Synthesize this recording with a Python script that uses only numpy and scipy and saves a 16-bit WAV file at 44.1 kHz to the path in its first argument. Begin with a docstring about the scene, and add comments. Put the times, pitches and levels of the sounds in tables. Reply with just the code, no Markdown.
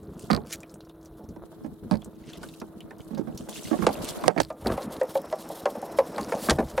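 """Water laps and drips, then a hollow plastic fishing kayak bumps a wooden dock and its fittings rattle.
The kayak is led along the dock and hauled up onto it, so the hull scrapes over the planks
while slaps of water trap pockets of air that plop under it. Gear clicks and rustles close by,
gusts touch the microphone, and a faint hum lies under the quiet lake."""
import sys
import numpy as np
from scipy import signal
from scipy.fft import rfft, irfft, next_fast_len
from scipy.io import wavfile
from scipy.ndimage import uniform_filter1d

SR = 44100
rng = np.random.default_rng(int(sys.argv[2]) if len(sys.argv) > 2 else 0)


def inscribe(sig):
    """Save sig as 16-bit PCM at rate SR to the path in sys.argv[1].

    A 1-D sig is mono; a 2-D sig holds one channel per row.
    Samples are clipped to [-1, 1] before scaling.
    """
    pcm = np.round(np.clip(np.atleast_2d(sig).T, -1, 1) * 32767)
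    wavfile.write(sys.argv[1], SR, pcm.astype(np.int16))


N = 299873
TIME = np.arange(N) / SR

# Tone colours of noises. Each row: frequency in Hz, relative strength there in dB.
AIR_COLOUR = [(880, -43), (1500, -7), (2590, -16), (4080, -2), (5170, -40), (10300, -5), (15100, -7),
              (16000, -6)]
SLOSH_COLOUR = [(15, -38), (25, -19), (54, -7.5), (125, -7), (156, -5), (219, -2.5), (291, -9), (320, -7.5),
                (382, -14), (420, -10.5), (550, -22), (920, -120)]
RUMBLE_COLOUR = [(15, -51), (25, -28), (75, -15), (129, -12), (214, -2.5), (259, -4.5), (313, -3.5),
                 (344, -23), (420, -4), (550, -54), (920, -120)]
LAPPING_COLOUR = [(210, -38), (360, 6), (392, -53), (420, -4), (709, -3.5), (766, -17.5), (835, -10),
                  (1410, -15), (2800, -46), (3640, -33), (6160, -120)]
GRINDING_COLOUR = [(210, -6), (360, -1), (417, -7.5), (446, 1.5), (577, 2.5), (864, -6.5), (958, -6),
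                   (1180, -9), (2800, -26.5), (3640, -45), (6160, -120)]
HISS_COLOUR = [(1410, -12), (2400, -11), (3200, 0.5), (4050, -0.5), (4830, -3.5), (5400, -4.5),
               (5900, -6.5), (6700, -4), (8300, -3.5), (10400, -1), (12000, -3), (14100, -4), (16000, -16)]
FIZZ_COLOUR = [(1400, -39), (2800, 0), (5000, -1), (9000, -0.5), (15000, -10)]
WIND_COLOUR = [(20, -12), (55, 6.5), (140, 0.5), (260, -13)]
FABRIC_COLOUR = [(710, -54), (1200, 3), (2430, 2), (3010, 2), (4220, 3), (5650, 5), (10400, 0), (13500, -6),
                 (16000, -7)]
FROTH_COLOUR = [(1400, -6), (2000, -3), (3000, -1), (4500, -5.5), (7000, -9.5), (9000, -12)]
SHRILL_COLOUR = [(5100, -12), (5400, -5), (5700, -11)]
FLAG_COLOUR = [(1200, -3), (3000, -4), (4200, 1), (5600, -3), (10400, 1), (13500, -3), (16000, -7)]
# Sounds that swell and die away. Each row: start, loudest moment and end in seconds, level in dB.
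# A row that ends before it starts is silent.
SPLASHES = [(.16, .21, 0.33, -53.5), (2.365, 2.378, 2.39, -48.5), (2.4, 2.44, 2.66, -55.5),
            (2.53, 2.54, 2.56, -57), (3.26, 3.274, 3.21, -35), (3.365, 3.382, 3.52, -52.5),
            (3.484, 3.492, 3.53, -39), (3.49, 3.565, 3.98, -45.5), (3.62, 3.655, 2.9, -76),
            (4.01, 4.025, 4.16, -45), (4.075, 4.09, 4.13, -43), (4.125, 4.145, 3.7, -46),
            (4.8, 4.826, 4.87, -45), (4.86, 4.9, 4.45, -41), (5.37, 5.41, 5.55, -49.5)]
GUSTS = [(.4, 1.1, 2.1, -53), (4.5, 4.7, 5.1, -39), (6.47, 6.52, 6.87, -31)]
SWISHES = [(.44, .5, 0.58, -41), (.51, .532, 0.56, -35.5), (4.21, 4.274, 4.55, -47), (4.4, 4.42, 4.52, -50),
           (5.85, 6.23, 7.4, -53.5)]
GURGLES = [(2.08, 2.3, 2.52, -50.5), (3.49, 3.57, 4.33, -51), (3.95, 4.08, 4.4, -54.5)]
FLAG = [(6.35, 6.46, 6.525, -36)]

# A distant hum. Each row: pitch in Hz, level in dB.
HUM_TONES = [(161.5, -57), (323, -48.5), (425.3, -58.5)]
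# How hard the hull is dragged. Each row: time in seconds, effort in dB.
EFFORT = [(0.0, -52), (0.51, -50), (0.91, -57), (2.56, -53.5), (2.93, -52.5), (3.27, -49.5), (3.56, -52),
          (3.88, -37.5), (4.22, -39.5), (4.53, -58.5), (4.7, -33.5), (4.85, -39.5), (5.15, -43),
          (5.74, -42.5), (5.81, -41), (6.48, -36.5), (6.7, -44.5), (6.8, -42)]
# How much of the hull lies on the planks. Each row: time in seconds, share from 0 to 1.
AGROUND = [(0, 0.17), (3.3, 0.27), (3.8, 0.68), (4.25, 0.45), (4.7, 1), (6.8, 0.91)]
# The nearest drops. Each row: time in seconds, level in dB, pitch in Hz.
DRIPS = [(0.194, -29.5, 7440), (0.528, -24, 4670), (0.604, -33, 7300), (0.632, -27, 2350),
         (0.695, -38, 5070), (0.741, -33.5, 8100), (0.8063, -34, 3960), (0.895, -35, 3580),
         (1.057, -36, 5900), (1.289, -38, 6040), (2.0197, -31.5, 3290), (2.0454, -30.5, 7800),
         (2.333, -24.5, 3410), (2.432, -21, 1400), (2.4875, -28.5, 3720), (2.6, -28.5, 5040),
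         (2.618, -29.5, 1260), (2.8051, -25.5, 2930), (2.909, -29, 1700), (3.0041, -32, 2920),
         (3.148, -29.5, 3860), (3.178, -31, 5300), (3.3757, -22.5, 5570), (3.527, -25.5, 3380),
         (3.557, -24, 2700), (3.58, -41, 1680), (3.652, -30, 2000), (3.672, -26, 2790), (3.847, -34, 4000),
         (3.9285, -24, 4500), (4.088, -16, 4050), (4.212, -30, 4430), (4.821, -26, 4190)]
# A fade time (t60) is how long a ring takes to fall by 60 dB. A mode is one tone that an object rings at.
# The four bands of a blow: boom, knock, clack and tick. Each row: low and high edge in Hz,
# multiple of the blow's fade time, boost of the dense overtones in dB.
BLOW_BANDS = [(36, 414, 2.56, 0), (418, 864, 1.72, 5.5), (934, 2440, 0.6, -2), (3040, 10800, 1.17, 40)]
# The hull hits the dock. Each row: time in seconds; level, panel ring and brightness in dB;
# base fade time in seconds; pitch in Hz; boost of the side wall in dB.
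BUMPS = [(0.302, -18, 6, 12, 0.044, 239, -7), (0.311, -12, -11, -2, 0.082, 205, -10),
         (0.329, -18, 3.5, 5.5, 0.12, 199, -4), (1.195, -39, 6, -22, 0.18, 199, 1),
         (1.645, -26, -2.5, -10, 0.1, 207.4, 4), (1.912, -12, -2, -7, 0.044, 216.6, -6),
         (1.938, -21.5, -1, -6, 0.094, 212, -10), (3.107, -28, -6, -13, 0.13, 216.5, -14),
         (3.132, -25.5, -6, -14, 0.23, 212.4, -7), (3.174, -25.5, 3, -8, 0.048, 213, 2),
         (3.194, -20.5, -10, -18, 0.061, 214, 10.5), (3.272, -28.5, 1, -7, 0.12, 215.4, -4),
         (3.712, -14, -3, -9, 0.1, 215.7, 10), (3.73, -24.5, 8, 5.5, .085, 222.6, -3),
         (3.789, -19, -12, -12, 0.052, 217, 3), (3.823, -18.5, -2, 4, 0.053, 204, 2),
         (4.259, -23, -2, 0, .06, 160, -7), (4.292, -20, 2, 14, 0.075, 211, -8),
         (4.363, -19, 7.5, -4, 0.033, 234, 1), (4.378, -17.5, 3, 8.5, 0.027, 221, 3),
         (4.400, -22, 8, 5, 0.014, 195, 12), (4.648, -38, 13, 8, 0.087, 236, 0),
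         (4.66, -19.5, 8, 2, 0.063, 243, 8.5), (4.701, -23.5, 9, 7, 0.027, 221, 8),
         (4.721, -24, 4, 3.5, 0.048, 237, 1), (6.487, -14, 3.5, 9, 0.074, 228, 7),
         (6.513, -17.5, 6.5, -2, 0.097, 225.6, 6), (6.586, -15, 7, 1, 0.067, 229.4, 5.5)]
# The whole hull, and one panel. Each row: multiple of the pitch, level in dB, multiple of the fade time.
HULL_MODES = [(.769, -10, 2.16), (1, 0, 1.92), (1.2, -10, 2.1), (2.5, -2, 0.69), (2.85, -3.5, 0.81),
              (3.5, -15, 0.43), (5.07, -9.5, 0.6), (6.05, -8.5, 0.24), (7.6, -15, 0.47)]
PANEL_MODES = [(0.409, -19, 5.8), (0.999, -0.5, 0.87), (1.109, -17.5, 1.2), (1.36, -5, 0.47),
               (1.624, -12.5, 0.82), (1.849, -18.5, 1.7), (2.1, -29, 2.2), (2.75, -15, 0.14),
               (3.4, -48, 1.2)]
# A loose fitting chatters. Each row: start in seconds, level in dB, number of touches.
RATTLES = [(0.308, -20, 1), (0.314, -14, 4), (1.9119, -22.5, 1), (1.921, -30.5, 4), (4.383, -23, 1),
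           (4.4103, -35, 1), (4.4147, -25.5, 3), (4.6708, -14.5, 1), (6.1624, -27, 1), (6.2134, -29, 2),
           (6.445, -27, 2)]
# The fitting, and the dock's deck. Each row: pitch in Hz, level in dB, fade time in seconds.
FITTING_MODES = [(4180, -13, 0.023), (4590, -2.5, 0.01), (4790, -9.5, 0.0092), (8100, -8, 0.0025),
                 (9400, -27, 0.008), (12400, -20, .004)]
DOCK_MODES = [(61.5, -5, 0.31), (103, -2.5, 0.2), (135.5, -2, 0.23)]
# The dock gives way a little. Each row: time in seconds, level in dB.
THUDS = [(0.324, -25), (1.923, -29), (3.816, -28.5), (4.385, -30), (4.664, -33.5), (6.507, -23.5)]
# Hollow knocks. Each row: time in seconds, level and brightness in dB, pitch in Hz,
# base fade time in seconds.
KNOCKS = [(0.374, -47.5, 5, 506, 0.047), (1.362, -53, -1.5, 555, 0.048), (2.431, -56, 10.5, 657, .09),
          (2.616, -46, 1, 496, 0.056), (2.908, -56.5, 6, 480, 0.062), (3.486, -46, -3, 555, 0.091),
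          (3.867, -24, -2, 486, 0.04), (3.89, -30, -7, 634, 0.039), (4.239, -37, 5.5, 603, 0.054),
          (4.502, -37.5, -3.5, 649, 0.1), (4.776, -35, -3.5, 553, 0.11), (4.903, -43.5, -7, 565, 0.06),
          (5.5, -38.5, -15, 573, 0.096), (5.753, -38, -13, 562, 0.12), (5.826, -37.5, -10, 570, 0.14),
          (6.181, -34.5, 4.5, 578, 0.085), (6.34, -33, -22, 688, 0.058), (6.366, -39, -22, 554, 0.061)]
# Light clicks of gear. Each row: time in seconds, level in dB, centre frequency in Hz.
TICKS = [(.507, -44, 3000), (0.53, -43, 2600), (.537, -47, 2190), (4.09, -33, 5930), (4.721, -37.5, 3920),
         (4.966, -41, 3400), (5.033, -41, 11000), (5.175, -38.5, 4280), (5.217, -43, 11500),
         (5.3, -46, 3600), (5.418, -45, 12000), (5.489, -38.5, 9400), (5.817, -42.5, 8500),
         (6.212, -40, 8500), (6.699, -41, 5800), (6.713, -44, 3470)]
# Sharp snaps of gear. Each row: time in seconds; level, brightness and lean to the left in dB;
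# factor on the tick's fade time; base fade time in seconds.
SNAPS = [(3.8668, -47, 18, -0.5, 0.78, 0.041), (4.28, -2, -14.5, -26, 0.29, 0.053),
         (4.4016, -28.5, 2.5, -23, 1, 0.023), (6.497, -35, 14, 18, 0.68, 0.051),
         (6.506, -33.5, 11.5, -16, 0.49, 0.058)]
# Stiff plastic gear. Each row: pitch in Hz, level in dB, multiple of the fade time.
GEAR_MODES = [(175, -8, 2.6), (570, 1.5, 0.91), (753, 3.5, 0.81), (940, -10, 1.3), (1320, -6, 0.7),
              (1580, -4, 0.9), (1840, -14, 1.17)]
# How loud the high, thin noise is. Each row: time in seconds, level in dB.
SHRILL_LEVEL = [(0, -98), (4.7, -90), (5.1, -64), (6.1, -63), (6.5, -76), (6.8, -80)]
# Water slaps under the hull. Each row: time in seconds; slap level, slap brightness and
# air pocket level in dB; pitch in Hz; how long the note holds in seconds.
PLOPS = [(5.013, -30.5, -6.5, -22.5, 517, 0.029), (5.154, -27, -13, -24, 542, 0.027),
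         (5.326, -30, -6, -28, 643, 0.0099), (5.656, -25, -3, -26, 582.6, 0.016),
         (5.987, -24.5, -3.5, -17, 535, 0.02), (6.322, -29, -3.5, -42, 486, 0.012),
         (6.778, -31.5, 3.5, -24, 515, 0.02)]
# When the sound spreads between left and right. Each row: start and end in seconds.
WIDE_SPANS = [(.29, 0.4), (1.4, 4.43)]


def from_db(db):
    """Turn decibels into a gain to multiply by."""
    return 10 ** (np.asarray(db) / 20)


def rms_one(x):
    """Scale a sound to an average strength (rms) of 1."""
    return x / np.sqrt(np.mean(x ** 2) + 1e-20)


def curve(rows, s=TIME):
    """Join a table's points with straight lines and read the value at time s."""
    return np.interp(s, *np.transpose(rows))


def seconds(length_s):
    """The time of each sample in a short sound."""
    return np.arange(int(length_s * SR)) / SR


def band(x, low_hz, high_hz, order=2):
    """Keep what lies between two frequencies."""
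    edges_hz = [low_hz, min(high_hz, .45 * SR)]
    return signal.sosfilt(signal.butter(order, edges_hz, "band", fs=SR, output="sos"), x)


def fade(t, t60):
    """Die away by 60 dB every t60 seconds."""
    return np.exp(-np.log(1000) * t / max(t60, 1e-3))


def add(out, s, sound):
    """Lay a sound into the scene at time s."""
    start = max(round(s * SR), 0)
    out[..., start:start + sound.shape[-1]] += sound[..., :N - start]


def drift(rate):
    """A smooth random wobble of about size 1; a higher rate wobbles faster."""
    r = np.exp(-80 * np.pi * rate / SR)
    slow = signal.lfilter([1], [1, -2 * r, r * r], rng.standard_normal(N // 40 + 2002))[2000:]
    return np.interp(np.arange(N) / 40, np.arange(len(slow)), rms_one(slow))


def coloured(x, colour):
    """Give a noise a tone colour that falls away steeply beyond the table's ends."""
    hz, db = np.transpose(colour)
    size = next_fast_len(N)
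    f = np.maximum(np.fft.rfftfreq(size, 1 / SR), 1)
    octaves_outside = np.abs(np.log2(f / np.clip(f, hz[0], hz[-1])))
    gain = from_db(np.interp(np.log(f), np.log(hz), db) - 36 * octaves_outside)
    return rms_one(irfft(rfft(x, size) * gain, size)[..., :N])


def rough_noise(colour, per_s, grain_db, flutter_db, side_db):
    """Smooth noise plus little catches of uneven size, in spurts; side_db sets how much the ears differ."""
    sizes = from_db(2.44 * np.minimum(rng.exponential(1, (2, N)), 4)) * rng.choice([-1, 1], (2, N))
    grains = rms_one(sizes * (rng.random((2, N)) < per_s / SR))
    spurts = from_db(flutter_db * np.clip(drift(21.7), -2, 2))
    mid, side = coloured((rng.standard_normal((2, N)) + from_db(grain_db) * grains) * spurts, colour)
    return mid + from_db(side_db) * side * [[1], [-1]]


def wandering(x, rate, patchy_db):
    """Sixteen bands of a sound swell and sink on their own, so its colour keeps shifting."""
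    size = next_fast_len(N)
    spectrum, out = rfft(x, size), 0
    band_number = 5 * np.log2(np.clip(np.fft.rfftfreq(size, 1 / SR), 1500, 12000) / 1500)
    for k in range(16):
        part = irfft(spectrum * np.maximum(1 - np.abs(band_number - k), 0), size)[..., :N]
        out = out + part * from_db(patchy_db * np.clip(drift(rate), -2, 2))
    return rms_one(out)


def swells(rows):
    """A gain that rises to each row's loudest moment and lets go."""
    return sum(from_db(db) * np.interp(TIME, [start, top, end], [0, 1, 0]) ** 1.69
               for start, top, end, db in rows)


def air():
    """The open air is a smooth, steady hiss."""
    mid, side = coloured(rng.standard_normal((2, N)), AIR_COLOUR)
    return from_db(-72.5) * (mid + from_db(-21) * side * [[1], [-1]])


def hum():
    """Faint, distant tones waver in pitch and strength."""
    out = np.zeros(N)
    for hz, db in HUM_TONES:
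        gain = from_db(db + 0.5 * drift(0.88))
        wavering_hz = hz * (1 + 0.00403 * drift(3.51))
        out += gain * np.sin(2 * np.pi * np.cumsum(wavering_hz) / SR)
    return out


def bubble(hz, cycles, rise):
    """A trapped bubble swells, rings and climbs in pitch as it nears the surface."""
    t = seconds(.035)
    return np.sin(2 * np.pi * hz * (t + rise * t ** 2)) * fade(t, cycles / hz) * (1 - np.exp(-t * hz / 3))


def trickle(per_s, low_hz, high_hz, size_db):
    """A spray of bubbles, scattered from the centre to the right: most burst at once and a few ring on."""
    out = np.zeros((2, N))
    for when, pitch, size, length, rise, place in rng.random((int(per_s * N / SR), 6)):
        ring = bubble(low_hz * (high_hz / low_hz) ** pitch, cycles=3 + 14 * length ** 3, rise=6 * rise)
        pan_db = 3.1 * (place - 1) * np.array([[1], [-1]])
        add(out, when * (N - 1) / SR, from_db(size_db * size + pan_db) * ring)
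    power = uniform_filter1d((out ** 2).mean(0), size=6000)
    return out / np.sqrt(np.maximum(power, 0) + 0.26 * power.mean())  # even out the loudness


def driven(full_db, slope):
    """A gain that is full_db at full effort and moves by slope dB for each dB of effort."""
    full_effort_db = -41
    return from_db(full_db + slope * (curve(EFFORT) - full_effort_db))


def hull_slide():
    """Water sloshes, laps and trickles round the hull; aground, it rumbles, grinds and hisses on wood."""
    slosh = rough_noise(SLOSH_COLOUR, per_s=51, grain_db=-6, flutter_db=7, side_db=-7)
    rumble = rough_noise(RUMBLE_COLOUR, per_s=30, grain_db=-3.5, flutter_db=10.5, side_db=11)
    lapping = rough_noise(LAPPING_COLOUR, per_s=41, grain_db=0, flutter_db=2.5, side_db=-18)
    grinding = rough_noise(GRINDING_COLOUR, per_s=240, grain_db=-13.5, flutter_db=2.5, side_db=-4)
    droplets = trickle(per_s=750, low_hz=2630, high_hz=13000, size_db=18)
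    hiss = rough_noise(HISS_COLOUR, per_s=68, grain_db=-17.5, flutter_db=6, side_db=1)
    hiss = wandering(hiss, rate=18, patchy_db=1.5)
    water = driven(-38.5, 0.64) * slosh + driven(-44.5, 0.66) * lapping + driven(-52.5, 1.7) * droplets
    wood = driven(-46, 0.88) * rumble + driven(-42.5, 1) * grinding + driven(-50.5, 0.81) * hiss
    aground = curve(AGROUND)
    return np.sqrt(1 - aground) * water + np.sqrt(aground) * wood


def splashes():
    """Small waves break on the hull into a gritty fizz and bubbles."""
    bubbles = trickle(per_s=500, low_hz=2600, high_hz=11000, size_db=20)
    fizz = rough_noise(FIZZ_COLOUR, per_s=350, grain_db=1, flutter_db=2.5, side_db=-3.5)
    fizz = wandering(fizz, rate=36, patchy_db=3)
    return swells(SPLASHES) * (from_db(-6.5) * bubbles + from_db(3) * fizz)


def stray_drops(tries_per_s=9, level_db=-45, spread_db=4, low_hz=5000, high_hz=10000):
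    """Small drops fall at random, more rarely as the hull leaves the water; rows as in DRIPS."""
    for when, size, pitch, chance in rng.random((int(tries_per_s * N / SR), 4)):
        s = when * (N - 1) / SR
        if chance > curve(AGROUND, s):
            yield s, level_db + spread_db * (2 * size - 1), low_hz * (high_hz / low_hz) ** pitch


def drips():
    """A drop ticks on the surface, splashes and traps a bubble."""
    out = np.zeros(N)
    for s, level_db, hz in [*DRIPS, *stray_drops()]:
        ring = bubble(hz, cycles=60, rise=4)
        t = np.arange(len(ring)) / SR
        spray = band(rng.standard_normal(len(t)), 0.72 * hz, 1.276 * hz, order=3)
        splash = spray * fade(t, 0.069) * (1 - np.exp(-t * hz / 4))
        tick = band(rng.standard_normal(len(t)), 0.22 * hz, 3 * hz, order=1) * fade(t, 0.015)
        add(out, s, from_db(level_db - 8) * (ring + from_db(-3) * splash + from_db(-6.5) * tick))
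    return out


def band_levels(level_db, bright_db, balance_db, tilt):
    """Levels of boom, knock, clack and tick: a harder contact lifts the upper ones."""
    return level_db + np.array(balance_db) + bright_db * np.array(tilt)


def struck(modes, levels_db, t60, rebound, dense_db, tick_share, press_s, choke, low_cut_hz):
    """A contact and two rebounds ring an object's modes and a wash of overtones, in four bands."""
    t = seconds(.35)
    bent_time = t60 * (t / max(t60, 1e-3)) ** choke  # choke below 1: a sharp crack, then a lingering tail
    ring = 0
    for hz, db, share in modes:
        gain = from_db(db + 2.2 * rng.standard_normal())
        tone = np.sin(2 * np.pi * hz * (1 + 0.02 * rng.standard_normal()) * t)
        ring += gain * tone * rng.choice([-1, 1]) * fade(bent_time, t60 * share)
    contacts = np.zeros(len(t))
    contacts[0] = 1
    rebounds = rebound * rng.uniform(0.42, 1, 2)
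    rebound_s = rng.uniform([.003, .008], [.008, .018])
    contacts[(rebound_s * SR).astype(int)] = rebounds
    press = 1 - np.exp(-t / max(press_s, 1e-4))  # the force takes a moment to build
    bands = []
    for (low_hz, high_hz, share, wash_db), db, shorten in zip(BLOW_BANDS, levels_db, [1, 1, 1, tick_share]):
        wash = rms_one(band(rng.standard_normal(len(t)), 110, 1030, order=1))
        wash *= from_db(wash_db + dense_db) * fade(t, t60 * share * shorten)
        sound = signal.fftconvolve(contacts, press * (ring + wash))[:len(t)]
        sound = band(sound, max(low_hz, low_cut_hz), high_hz, order=3)
        opening_rms = np.sqrt(np.mean(sound[t < .03] ** 2))
        bands.append(from_db(db) * sound / opening_rms)
    return np.array(bands)


def blow(modes, levels_db, t60, pan_db, **contact):
    """A blow in both ears: its body leans to one side, while its tick is equally loud in both."""
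    right, unlike = [struck(modes, levels_db, t60, **contact) for ear in range(2)]
    alike = from_db(-abs(pan_db) * np.array([[.55], [.55], [.5], [.16]]))
    left = alike * right + np.sqrt(1 - alike ** 2) * unlike
    ratio = from_db(pan_db)
    body = np.array([ratio * left[:-1].sum(0), right[:-1].sum(0)]) * np.sqrt(2 / (1 + ratio ** 2))
    return body + np.array([left[-1], right[-1]])


def hull_bumps():
    """The whole hull booms against the dock; pitch and ring depend on where it hits and how it is held."""
    out = np.zeros((2, N))
    for s, level_db, panel_db, bright_db, t60, pitch_hz, wall_db in BUMPS:
        side_wall = (1.5, wall_db - 3, 1.12)  # one more mode of the hull
        modes = [(pitch_hz * multiple, db, share) for multiple, db, share in [*HULL_MODES, side_wall]]
        levels_db = band_levels(level_db, bright_db, [-7, -12.5, -18.5, -35.5], tilt=[0, 0.033, 0.89, 0.5])
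        levels_db[1] += panel_db
        add(out, s - .001, blow(modes, levels_db, t60, pan_db=-15.5, rebound=0.72, dense_db=-9.5,
                                tick_share=0.58, press_s=0.00093, choke=0.88, low_cut_hz=108))
    return out


def fitting_rattle(first_gap_s=.018, gap_shrink=.93, loss_db=0.74):
    """A loose fitting bounces ever sooner and weaker; each touch rings its few bright modes."""
    out, t = np.zeros(N), seconds(.03)
    for s, level_db, touches in RATTLES:
        for k in range(round(touches)):
            detune = 1 + .025 * rng.standard_normal()
            ring = sum(from_db(db + rng.standard_normal()) * np.sin(2 * np.pi * hz * detune * t)
                       * fade(t, t60) for hz, db, t60 in FITTING_MODES)
            add(out, s, from_db(level_db - loss_db * k ** 2 - 4) * ring)
            s += first_gap_s * gap_shrink ** k
    return out


def dock_thuds(attack_s=0.0087):
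    """The floating dock gives under the heavier bumps, and its deck answers slowly and low."""
    out, t = np.zeros(N), seconds(.3)
    for s, level_db in THUDS:
        ring = sum(from_db(db) * np.sin(2 * np.pi * (hz * t + rng.random())) * fade(t, t60)
                   for hz, db, t60 in DOCK_MODES)
        add(out, s, from_db(level_db) * ring * (1 - np.exp(-t / attack_s)))
    return out * from_db([[-7], [4]])  # louder on the right


def panel_knock(s, level_db, bright_db, pitch_hz, t60):
    """One blow on a hull panel; its pitch depends on where it is hit."""
    modes = [(pitch_hz * multiple, db, share) for multiple, db, share in PANEL_MODES]
    levels_db = band_levels(level_db, bright_db, [10, 4, -1, -17.5], tilt=[0.12, 0.012, 1, 0.74])
    levels_db[0] -= 33 * curve(AGROUND, s) ** 2  # lying on the planks, the hull hardly booms
    return blow(modes, levels_db, t60, pan_db=-5, rebound=0.31, dense_db=-9,
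                tick_share=0.23, press_s=0.00097, choke=0.93, low_cut_hz=199)


def hull_knocks():
    """A hull panel is slapped by a small wave or catches on a plank."""
    out = np.zeros((2, N))
    for s, level_db, bright_db, pitch_hz, t60 in KNOCKS:
        add(out, s - .001, panel_knock(s, level_db, bright_db, pitch_hz, t60))
    return out


def gusts():
    """Wind thumps softly on the microphone."""
    return swells(GUSTS) * rough_noise(WIND_COLOUR, per_s=49, grain_db=-1, flutter_db=7, side_db=-10)


def fabric_swishes():
    """Fabric brushes past, crackling finely."""
    rustle = rough_noise(FABRIC_COLOUR, per_s=790, grain_db=6, flutter_db=6, side_db=-14)
    return swells(SWISHES) * wandering(rustle, rate=33, patchy_db=4)


def gear_ticks():
    """Gear makes small, dry clicks, each with its own colour."""
    out, t = np.zeros(N), seconds(.05)
    for s, level_db, hz in TICKS:
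        noise = rms_one(band(rng.standard_normal(len(t)), 0.64 * hz, 1.4 * hz))
        add(out, s, from_db(level_db) * noise * fade(t, 0.019))
    return out


def gurgles():
    """Water runs off the hull and froths; clouds of tiny bubbles merge into a soft, shifting wash."""
    froth = rough_noise(FROTH_COLOUR, per_s=360, grain_db=-1.5, flutter_db=5, side_db=-11)
    return swells(GURGLES) * wandering(froth, rate=32, patchy_db=4.5)


def gear_snaps():
    """Hard plastic meets hard plastic in one short crack."""
    out = np.zeros((2, N))
    for s, level_db, bright_db, pan_db, tick_share, t60 in SNAPS:
        levels_db = band_levels(level_db, bright_db, [-13.5, 3.5, -2, -6.5], tilt=[0, 0.36, 0.89, 1.09])
        add(out, s, blow(GEAR_MODES, levels_db, t60, pan_db, rebound=0.018, dense_db=-10.5,
                         tick_share=tick_share, press_s=0.0001, choke=0.6, low_cut_hz=114))
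    return out


def shrill():
    """A faint, thin band of noise comes in high above the scraping."""
    return from_db(curve(SHRILL_LEVEL)) * coloured(rng.standard_normal(N), SHRILL_COLOUR)


def plops(attack_s=0.0006, settle_s=0.0031):
    """A slap shuts in a pocket of air, which sounds one round note until the water lets it out."""
    out, t = np.zeros((2, N)), seconds(.15)
    for s, slap_db, bright_db, pocket_db, pitch_hz, hold_s in PLOPS:
        hz = pitch_hz * (1 + 0.12 * np.exp(-t / settle_s))  # starts a little high, then settles
        loudness = (1 - np.exp(-t / attack_s)) * fade(np.maximum(t - hold_s, 0), t60=0.059)
        add(out, s - .001, panel_knock(s, slap_db, bright_db, pitch_hz, t60=0.076))
        add(out, s, from_db(pocket_db) * loudness * np.sin(2 * np.pi * np.cumsum(hz) / SR))
    return out


def flag():
    """A small flag's thin cloth drags past the microphone in a bright, swelling hiss."""
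    return swells(FLAG) * rough_noise(FLAG_COLOUR, per_s=1500, grain_db=-4, flutter_db=1, side_db=-15)


def width(widen_db_per_s=108, narrow_db_per_s=236):
    """How much the ears differ: fully inside the wide spans, shrinking to one point outside them."""
    spans_db = [np.minimum(widen_db_per_s * (TIME - start), narrow_db_per_s * (end - TIME))
                for start, end in WIDE_SPANS]
    return from_db(np.minimum(np.max(spans_db, axis=0), 0))


def limiter(x, limit_db=-2, release_db_per_s=108):
    """A peak over the limit pushes the volume down at once; it then creeps back."""
    over_db = np.maximum(20 * np.log10(np.abs(x).max(0) + 1e-9) - limit_db, 0)
    recovery_db = release_db_per_s * TIME
    return x * from_db(recovery_db - np.maximum.accumulate(over_db + recovery_db))


def scene():
    """Add up the water, the blows, the rubbing and the background."""
    water = plops() + drips() + splashes() + gurgles()
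    blows = hull_bumps() + dock_thuds() + hull_knocks() + gear_snaps() + fitting_rattle() + gear_ticks()
    rubbing = hull_slide() + fabric_swishes() + flag()
    return water + blows + rubbing + gusts() + hum() + air() + shrill()


def record(dry):
    """The sound widens and narrows, a limiter ducks after the loudest crack and the top treble is cut."""
    cutoff_hz = 16200
    mid = dry.mean(0)
    heard = limiter(mid + (dry - mid) * width())
    return signal.sosfilt(signal.ellip(10, .1, 90, cutoff_hz, fs=SR, output="sos"), heard)


dry = scene()
out = record(dry)
inscribe(out)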